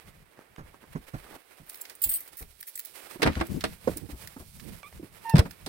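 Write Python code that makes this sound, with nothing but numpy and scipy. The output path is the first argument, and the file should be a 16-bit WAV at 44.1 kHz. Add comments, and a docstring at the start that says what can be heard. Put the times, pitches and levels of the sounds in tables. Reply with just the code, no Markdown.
"""Clothes rustle and a foot slides into a boot in a small hall. A bunch of keys jangles, the front door
handle clacks, and someone steps onto a wooden deck and pushes the door shut: it squeaks, thumps into its
frame and the latch snaps. Impacts excite low modes in wood and high modes in metal; stick-slip friction
makes the squeaks. Jacket and jeans rub all along, close to the phone in the person's hand."""
import sys
import numpy as np
from scipy import signal
from scipy.fft import rfft, irfft
from scipy.io import wavfile
from scipy.ndimage import uniform_filter1d

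SR = 44100
rng = np.random.default_rng(int(sys.argv[2]) if len(sys.argv) > 2 else 0)


def file_out(sig):
    """Save sig as 16-bit WAV at sys.argv[1]."""
    # one column per channel
    cols = np.atleast_2d(sig).T
    # limit, then scale
    lim = np.clip(cols, -1, 1)
    pcm = np.round(lim * 32767).astype(np.int16)
    wavfile.write(sys.argv[1], SR, pcm)


N = 250488
TIME = np.arange(N) / SR
AGE = np.arange(SR // 3) / SR  # time since an impact
TOP_HZ = 15900  # upper band edge


def undb(db):
    """Decibels to amplitude ratio."""
    return 10 ** (np.asarray(db) / 20)

def unit(x):
    """Normalise to rms 1."""
    return x / np.sqrt(np.mean(x ** 2))

def crest(x):
    """Normalise the loudest 3 ms to rms 1."""
    return x / np.sqrt(uniform_filter1d(np.mean(x ** 2, axis=0), 132).max())

def sides(pan_db):
    """Channel gains for a level difference; pan is left minus right."""
    gains = undb(np.array([pan_db, -pan_db]).reshape(2, -1) / 2)
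    return gains / gains.mean(axis=0)

def delay(x, left=0, right=0):
    """Path difference: the farther microphone lags by some samples."""
    return np.array([np.roll(x[0], left), np.roll(x[1], right)])

def curves(table):
    """Linear interpolation of each column in time."""
    times, *columns = np.transpose(table)
    return [np.interp(TIME, times, column) for column in columns]

def strokes(table, order=2):
    """Bell-shaped envelopes of rubbing strokes; a higher order flattens the top."""
    return sum(undb(db) * np.exp(-2 * np.abs((TIME - t) / width) ** order) for t, db, width in table)

def fade(t60):
    """Free decay, 60 dB in t60 seconds."""
    return np.exp(-np.log(1000) * AGE / max(t60, 1e-3))

def rise(swell):
    """Exponential build-up with a time constant in seconds."""
    return 1 - np.exp(-AGE / max(swell, 1e-4))

def noise(size, coherence):
    """White noise, partly common to both microphones."""
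    left, right, shared = rng.standard_normal((3, size))
    return np.sqrt(1 - coherence) * np.array([left, right]) + np.sqrt(coherence) * shared

def drift(rate):
    """Random modulation through `rate` new values a second."""
    values = rng.standard_normal(4096)
    return 2.67 * np.interp(TIME * rate, np.arange(len(values)), values)

def cut(x, hz, kind, order=4):
    """Low-pass or high-pass filter."""
    return signal.sosfilt(signal.butter(order, hz, kind, fs=SR, output="sos"), x)

def band(x, low_hz, high_hz, order=2):
    """High-pass and low-pass in cascade."""
    return cut(cut(x, low_hz, "high", order), high_hz, "low", order)

def colour(x, spectrum, size=4096):
    """Minimum-phase filter through (f/Hz, level/dB) points."""
    hz, db = np.transpose(spectrum)
    bins = np.maximum(np.arange(size // 2 + 1) * SR / size, 1)
    cepstrum = irfft(np.log(undb(np.interp(np.log(bins), np.log(hz), db))))
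    cepstrum[1:size // 2] *= 2
    cepstrum[size // 2 + 1:] = 0
    response = irfft(np.exp(rfft(cepstrum)))
    return signal.fftconvolve(x, response[None], axes=1)[:, :x.shape[1]]

def ring(hz, t60, swell):
    """A damped normal mode, with its own phase at each microphone."""
    return np.sin(2 * np.pi * (hz * AGE + rng.random((2, 1)))) * fade(t60) * rise(swell)

def chatter(t60, swell, rough_db):
    """Contact bounce: tiny uneven impacts merge into decaying noise."""
    uneven = undb(rough_db * np.repeat(rng.standard_normal(len(AGE) // 49), 49))
    return noise(len(AGE), 0.04) * uneven * fade(t60) * rise(swell) ** 2

def push(hz, swell, steepness):
    """A soft contact drives a heavily damped mode; returns tone and envelope."""
    age = AGE / max(swell, 1e-3)
    envelope = (age * np.exp(1 - age)) ** steepness
    return envelope * np.sin(2 * np.pi * hz * AGE), envelope

def add(out, t, sound):
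    """Superpose a sound from time t."""
    start = int(t * SR)
    part = sound[:, :N - start]
    out[:, start:start + part.shape[1]] += part


# the door meets its seal, then seats in the frame: t/s, level/dB, f/Hz, swell/s
DOOR_IMPACTS = [(5.338, -2.5, 150.7, 0.0092), (5.365, -12.5, 157, 0.0053), (5.386, -6, 83.5, 0.01)]

def door_slam(leaf_db=-19):
    """Plate vibration: the door leaf booms on impact and its higher modes rumble on."""
    out = np.zeros((2, N))
    for t, db, hz, swell in DOOR_IMPACTS:
        boom, _ = push(hz, swell, steepness=3.7)
        leaf = crest(cut(noise(len(AGE), 0.84), 330, "low", order=2) * fade(t60=0.2))
        add(out, t, undb(db) * (boom + undb(leaf_db) * leaf))
    return out


# impacts of handle and latch: t/s, level/dB, treble/dB, clang/dB, second strike/dB
LOCK_IMPACTS = [(3.218, -22.5, -6, 7.5, 4), (3.261, -20, -18, -9.5, 2), (3.409, -21.5, -17.5, -8, -27),
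                (3.638, -22.5, -7, 5, -9), (5.354, -27, -8, 2, 1), (5.38, -23.5, -4.5, -5, 2.5),
                (5.453, -42.5, -21, -3, -9), (5.661, -41.5, 7.5, -9, -12)]
# modes of lock case and door leaf: f/Hz, level/dB
CASE_MODES = [(205, -1), (265, 1), (334, 3), (461, 0), (643, 2), (747, -2), (928, -6), (1217, -6),
              (1850, -6), (2030, -7), (2385, -8), (3595, -11), (4140, -11)]
# spectrum of the lock's chatter: f/Hz, level/dB
LOCK_SPECTRUM = [(100, -15.5), (250, -8.5), (600, -0.5), (1080, -5.5), (1850, -7.5), (3000, -14),
                 (3700, -12), (5250, -12), (6900, -23.5), (8100, -15.5), (16000, -29)]

def lock(gain_db=-1, backlash_s=0.0098, swell=0.0014, t60=0.065):
    """Backlash: the parts strike twice as their play is taken up; the low modes ring longest."""
    out = np.zeros((2, N))
    for t, db, treble_db, clang_db, second_db in LOCK_IMPACTS:
        for lag, strike_db in ((0, 0), (backlash_s, second_db)):
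            clang = band(colour(chatter(t60, swell, 1.84), LOCK_SPECTRUM), 1200, 4280, order=4)
            body = cut(colour(chatter(t60, swell, 3.1), LOCK_SPECTRUM), 2560, "low")
            crack = crest(body + undb(clang_db) * clang)
            tick = crest(cut(colour(chatter(0.56 * t60, swell, 1.8), LOCK_SPECTRUM), 2930, "high"))
            case = sum(undb(rng.normal(mode_db, 2.6)) * ring(hz, 0.086 * np.sqrt(1000 / hz), swell)
                       for hz, mode_db in CASE_MODES)
            clack = crack + undb(treble_db) * sides(-4) * tick + undb(-4) * crest(case)
            add(out, t + lag, undb(db + strike_db + gain_db) * clack)
    return out * sides(-3.5)


# the latch rubs over the strike plate: t/s, level/dB, half-width/s
LATCH_STROKES = [(3.35, -42, .05), (3.403, -38, .012), (3.62, -46, .015)]

def latch_slide():
    """Sliding friction of metal on metal gives a gritty band of noise."""
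    grit = noise(N, 0.21) * undb(2 * drift(560))
    return strokes(LATCH_STROKES) * unit(band(grit, 1300, 2700)) * sides(-5)


def squeak(start, length, glide_hz, attack, release, harmonics_db, jitter, flutter_db):
    """Stick-slip oscillation of dry metal: a gliding, wavering harmonic series."""
    hz = np.interp(TIME, [start, start + length], glide_hz)
    envelope = np.clip((TIME - start) / attack, 0, 1) * np.clip((start + length - TIME) / release, 0, 1)
    phase = 2 * np.pi * np.cumsum(hz * (1 + jitter * drift(370))) / SR
    tone = np.zeros((2, N))
    for k, db in enumerate(harmonics_db, 1):
        amplitude = undb(db + flutter_db * np.sqrt(k) * drift(70))
        tone += amplitude * np.sin(k * phase + 2 * np.pi * rng.random() + rng.random((2, 1)))
    return tone * envelope


# hand and foot on door and deck: t/s, level/dB, f/Hz, scuff/dB
WOOD_IMPACTS = [(3.153, -37, 356, -7), (3.194, -37.5, 278, -2), (3.224, -23.5, 431, -1),
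                (3.251, -18, 134, -1), (3.277, -19.5, 80, -7), (3.361, -23.5, 76, -7.5),
                (3.392, -25.5, 69.5, -9), (3.644, -46, 474, -12), (3.873, -16, 511, -7),
                (3.96, -34.5, 296, -23), (4.088, -39, 295, -3), (4.121, -34.5, 62, -12),
                (4.362, -38.5, 279, -2), (4.395, -39, 70, -3.5), (4.994, -39, 350, -39),
                (5.026, -35.5, 286, -15), (5.45, -33.5, 178, -2.5), (5.663, -35.5, 272, 2.5)]
# higher knocks lie to the right: f/Hz, pan/dB
WOOD_PAN = [(65, 2.5), (350, -7)]

def knocks(gain_db=-1.5):
    """Impact excitation: door leaf and deck boards answer each push with a thud."""
    out = np.zeros((2, N))
    for t, db, hz, scuff_db in WOOD_IMPACTS:
        pan_db = np.interp(hz, *np.transpose(WOOD_PAN))
        add(out, t, undb(db + gain_db) * sides(pan_db) * thud(hz, scuff_db))
    return out


# spectrum of a scuffed surface: f/Hz, level/dB
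SCUFF_SPECTRUM = [(100, -6.5), (300, 1.5), (1200, -5.5), (1900, -10.5), (3200, -28), (6000, -25.5),
                  (12000, -37)]

def thud(hz, scuff_db):
    """A soft blow drives one low mode, a spread of board modes around it and friction noise."""
    swell = 0.0095 * (hz / 130) ** -.42  # stiffer contacts are shorter and higher
    tone, envelope = push(hz, swell, steepness=1.17)
    boards = cut(noise(len(AGE), 0.97), 0.48 * hz + 220, "low")
    boards = cut(boards, 0.42 * hz, "high", order=2)
    boards = crest(boards * (envelope + fade(t60=0.16)))
    scuff = crest(colour(noise(len(AGE), 1.0), SCUFF_SPECTRUM) * envelope)
    return tone + undb(-4) * boards + undb(scuff_db - 3) * scuff


# hanging keys collide: t/s, level/dB, key
KEY_IMPACTS = [(2.017, -26, "long"), (2.028, -30, "flat"), (2.038, -17.5, "flat"), (2.091, -22.5, "long"),
               (2.113, -27.5, "long"), (2.136, -23.5, "long"), (2.156, -27, "long"), (5.615, -41, "small"),
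               (5.649, -44, "small")]
# bending modes of each key: f/Hz, level/dB
KEY_MODES = {"long": [(3310, -27), (8545, 8), (10020, -7), (11920, -9), (12170, -24), (13366, 7),
             (14300, 14.5), (15130, -17), (15420, -6), (15660, -23)], "flat": [(2970, -29), (4530, -16),
             (7330, 3), (8560, -11), (10100, -9), (11300, -9), (12800, -11), (15100, 10), (15500, 6)],
             "small": [(4450, -26), (6570, -8), (12500, -4), (14930, -0.5)]}
# decay of each key: T60/s
KEY_DECAY = {"long": .14, "flat": .06, "small": .08}
# spectrum of brass contacts: f/Hz, level/dB
BRASS_SPECTRUM = [(700, -30), (1900, -2.5), (3000, -12.5), (4100, -7), (6800, -9), (7700, -7.5),
                  (12900, -5), (15500, 6)]

def swinging_keys(gain_db=-1, scatter_db=4, detune=0.0043, swell=0.0013, bunch_t60=0.13, grip_s=2.17):
    """Free vibration: each collision rings a key and the bunch until the fingers close at grip_s, which quickly
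    damps the ringing. Collisions later than grip_s are not heard."""
    out = np.zeros((2, N))
    for t, db, key in KEY_IMPACTS:
        modes = sum(undb(rng.normal(mode_db, scatter_db, (2, 1)))
                    * ring(hz * rng.normal(1, detune), KEY_DECAY[key], swell)
                    for hz, mode_db in KEY_MODES[key])
        small_parts = sum(ring(hz, bunch_t60, swell) for hz in rng.uniform(7800, TOP_HZ, size=44))
        hoop = sum(ring(hz, bunch_t60, swell) for hz in rng.uniform(2600, 5200, size=8))
        bunch = crest(small_parts + undb(-8) * hoop)
        tick = crest(colour(chatter(0.016, swell, 7.3), BRASS_SPECTRUM))
        jangle = crest(modes) + undb(-6) * bunch + undb(-8) * tick
        damping_db = 450 * np.maximum(t + AGE - grip_s, 0)
        add(out, t, undb(db + gain_db - damping_db) * jangle)
    return out * sides(-4)


# keys click between the fingers: t/s, level/dB, body/dB
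KEY_CLICKS = [(1.693, -34, -13.5), (1.743, -40.5, -8), (1.812, -30, -30), (1.852, -49, 5),
              (1.8959, -40.5, -3), (1.951, -42.5, -34), (2.037, -20.5, -40), (2.204, -35, -42),
              (2.275, -42.5, -35), (2.369, -38.5, -26), (2.4228, -42.5, -4.5), (2.6268, -39, -1.5),
              (2.7542, -31, -23), (2.7917, -29.5, -15.5), (2.8488, -34.5, -19), (3.4667, -41, -19),
              (3.606, -43, 6.5), (3.969, -29.5, -20.5), (4.272, -39.5, -0.5), (4.598, -54, 5),
              (5.294, -33, -7), (5.507, -42, -2)]

def gripped_keys(gain_db=1, t60=.042, swell=.001):
    """Damped vibration: a held key gives a scrape and short modes that change with every grip."""
    out = np.zeros((2, N))
    for t, db, body_db in KEY_CLICKS:
        scrape = colour(chatter(t60, swell, 6.5), BRASS_SPECTRUM)
        modes = crest(sum(ring(hz, t60, swell) for hz in rng.uniform(7500, TOP_HZ, size=8)))
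        click = crest(cut(scrape, 5500, "high")) + undb(body_db - 1) * crest(cut(scrape, 5500, "low"))
        add(out, t, undb(db + gain_db) * sides(rng.normal(-5, 2)) * (click + undb(-6) * modes))
    return out


# fingers sort through the bunch: t/s, level/dB, half-width/s
KEY_STROKES = [(1.76, -48.5, 0.13), (2.1, -38, 0.091), (2.22, -46, 0.061), (2.4, -38, 0.033),
               (2.61, -39, 0.007), (2.685, -38, 0.024), (2.785, -38, 0.02)]

def grinding_keys(catches_per_s=600, spread_db=5):
    """Shot noise: key slides on key in tiny random catches, each exciting damped modes."""
    catches = (rng.random(N) < catches_per_s / SR) * undb(rng.normal(0, spread_db, N))
    modes = sum(ring(hz, t60=0.018, swell=0) for hz in rng.uniform(8140, TOP_HZ, size=30))
    contact = unit(colour(chatter(0.02, .001, 1.4), BRASS_SPECTRUM)) + undb(-2) * unit(modes)
    grind = unit(signal.fftconvolve(catches[None], contact, axes=1)[:, :N])
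    return grind * strokes(KEY_STROKES) * sides(-4)


# boots pressed on and set down in the hall: t/s, level/dB, f/Hz, scuff/dB, floor level/dB
FOOTFALLS = [(0.579, -48.5, 160, 12, -42.5), (0.604, -46.5, 147, -3, -45), (0.95, -28.5, 160, -7.5, -45.5),
             (1.135, -31, 135, -3.5, -43), (1.598, -44, 152, -12, -54), (2.055, -41, 70, -7, -43),
             (2.405, -47, 89, 3, -38.5)]

def steps(floor_hz=75):
    """Impact sound: each step thuds on the mat and sets the floor into a deep shudder."""
    out = np.zeros((2, N))
    for t, db, hz, scuff_db, floor_db in FOOTFALLS:
        shudder = cut(noise(len(AGE), 0.95), floor_hz, "low", order=3) * fade(t60=0.33) * rise(0.0057)
        add(out, t, undb(db) * sides(-6) * thud(hz, scuff_db) + undb(floor_db) * crest(shudder))
    return out


# foot and trouser leg slide into the boot: t/s, level/dB, half-width/s
BOOT_STROKES = [(0.396, -53, 0.048), (0.665, -53.5, 0.01), (0.748, -53.5, 0.018), (0.837, -53.5, 0.025),
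                (1.265, -53.5, .05), (1.34, -48.5, 0.05)]

def boot_slides():
    """Sliding friction: sock and denim drag over leather in grainy swishes."""
    grain = noise(N, 0.49) * undb(2 * drift(500))
    return strokes(BOOT_STROKES) * unit(colour(grain, SCUFF_SPECTRUM)) * sides(-4)


# taps on boot leather and door: t/s, level/dB, pan/dB
LIGHT_IMPACTS = [(0.5624, -45.5, -4), (4.597, -46.5, -5), (4.831, -41.5, -9), (4.927, -46, -1)]

def taps():
    """Heavy damping: a light impact leaves only a brief mid-range burst."""
    out = np.zeros((2, N))
    for t, db, pan_db in LIGHT_IMPACTS:
        burst = noise(len(AGE), 0.96) * fade(t60=0.0071)
        add(out, t, undb(db) * sides(pan_db) * crest(band(burst, 380, 2000)))
    return out


# air from the open door, for each microphone: t/s, level/dB, half-width/s
AIR_PUFFS = {"left": [(3.515, -28, 0.032), (3.568, -26, .03)], "right": [(4.04, -34, 0.035),
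             (4.68, -38, 0.075)]}

def draught():
    """Wind noise: the pressure of each puff rumbles in one microphone alone."""
    puffs = np.array([strokes(AIR_PUFFS["left"]), strokes(AIR_PUFFS["right"])])
    rumble = cut(cut(noise(N, 0), 60, "high", order=2), 270, "low", order=3)
    return puffs * unit(rumble)


# continuous light rubbing of clothes: t/s, rub level/dB, hiss level/dB
CLOTH_LEVELS = [(0, -64.5, -67.5), (0.5, -61, -66.5), (1.15, -60, -61.5), (1.45, -62.5, -63.5),
                (2.2, -58, -57), (2.6, -71.5, -61.5), (2.9, -61.5, -53), (3.2, -58.5, -58.5),
                (3.4, -53.5, -55.5), (4.5, -67, -54.5), (5.05, -60, -59.5), (5.68, -57, -57.5)]
# sleeve and jacket swish as the arm moves: t/s, level/dB, half-width/s
SLEEVE_STROKES = [(0.03, -58, 0.094), (1.08, -55, .016), (1.27, -55.5, 0.14), (1.56, -61, 0.056),
                  (1.85, -61.5, 0.1), (2.28, -62.5, 0.067), (3.06, -52.5, 0.12), (3.92, -54.5, 0.11),
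                  (4.11, -54, 0.023), (4.28, -52.5, 0.092), (4.73, -58, 0.11), (5.25, -53.5, 0.094)]
# spectrum of rubbing cloth: f/Hz, level/dB
CLOTH_SPECTRUM = [(120, -73), (200, -3.5), (278, 5.5), (394, 8.5), (1000, 4.5), (1940, 4), (2250, 4),
                  (6760, -22.5), (8580, -14.5), (16000, -18)]

def clothes(grain_db=0.5):
    """Friction noise: cloth slides in short catches, and single fibres make it grainy."""
    rub_db, hiss_db = curves(CLOTH_LEVELS)
    swish = strokes(SLEEVE_STROKES, order=6)
    fibres = colour(noise(N, 0.05) * undb(grain_db * drift(570) + drift(45)), CLOTH_SPECTRUM)
    rub = unit(cut(fibres, 4000, "low")) * (undb(rub_db) + undb(-4) * swish)
    hiss = unit(cut(fibres, 4870, "high")) * (undb(hiss_db - 0.5) + .5 * swish)
    return rub * sides(-8) + hiss * sides(-17)  # nearest the right microphone


# the hand shifts on the phone: t/s, level/dB
HAND_LEVELS = [(0, -64), (0.2, -73), (1.1, -69.5), (1.9, -81.5), (2.45, -70), (2.7, -84.5), (3.15, -69.5),
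               (3.48, -45), (4.3, -57.5), (4.7, -53.5), (5.68, -60)]
# spectrum of its rumble: f/Hz, level/dB
HAND_SPECTRUM = [(25, -3.5), (60, 4), (100, 1.5), (180, 1), (300, -21), (1100, -32.5)]

def handling(lumps_db=3, bumps=70, low_hz=110, high_hz=520):
    """Structure-borne sound: the hand rumbles on the phone; fingers and cuff nudge it at random."""
    hand_db, = curves(HAND_LEVELS)
    rumble = unit(colour(noise(N, 0.57), HAND_SPECTRUM))
    out = rumble * undb(hand_db + 1.5 + lumps_db * drift(23))
    for when, pitch, force in rng.random((bumps, 3)):
        hz = low_hz * (high_hz / low_hz) ** pitch
        bump, _ = push(hz, swell=0.21 / hz, steepness=1)
        db = hand_db[int(when * N)] + 6 * force - 2
        add(out, when * N / SR, undb(db) * sides(-5) * bump)
    return out


def hall(x):
    """Reverberation: a short diffuse tail, weaker once the listener is out on the deck."""
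    diffuse = noise(len(AGE), 0.047)
    low = cut(diffuse, 1520, "low") * fade(t60=0.12)
    high = cut(diffuse, 1870, "high") * fade(t60=0.24)
    tail = (low + high) * (AGE > .004)
    send = undb(np.interp(TIME, [3.6, 4.2], [-15, -20]))
    return signal.fftconvolve(x * send, tail / np.sqrt(np.sum(tail ** 2) / 2), axes=1)[:, :N]


def scene():
    """Superposition: door, keys and boots excite the hall; cloth, hand and draught are heard dry."""
    metal = lock() + latch_slide() + gripped_keys() + grinding_keys() + swinging_keys()
    hinge = squeak(start=4.828, length=.064, glide_hz=(1105, 1245), attack=.005, release=.032,
                   harmonics_db=(0, 0, -13), jitter=0.012, flutter_db=0.5)
    latch = squeak(start=5.241, length=.108, glide_hz=(913, 895), attack=.05, release=.01,
                   harmonics_db=(0, -11, -15, -34, -31, -27), jitter=0.0062, flutter_db=1)
    squeaks = undb(-47.5) * sides(-10) * hinge + undb(-31.5) * sides(-6) * latch
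    door = delay(door_slam() + knocks(), right=10)
    boots = delay(steps(), left=14) + boot_slides()
    sources = door + boots + taps() + metal + squeaks
    return sources + hall(sources) + clothes() + handling() + draught()


def record(dry):
    """Band limiting: the phone cuts the deepest bass and the highest treble."""
    low_pass = signal.ellip(10, .2, 70, TOP_HZ, fs=SR, output="sos")
    return signal.sosfilt(low_pass, cut(dry, 8.4, "high", order=1))


dry = scene()
out = record(dry)
file_out(out)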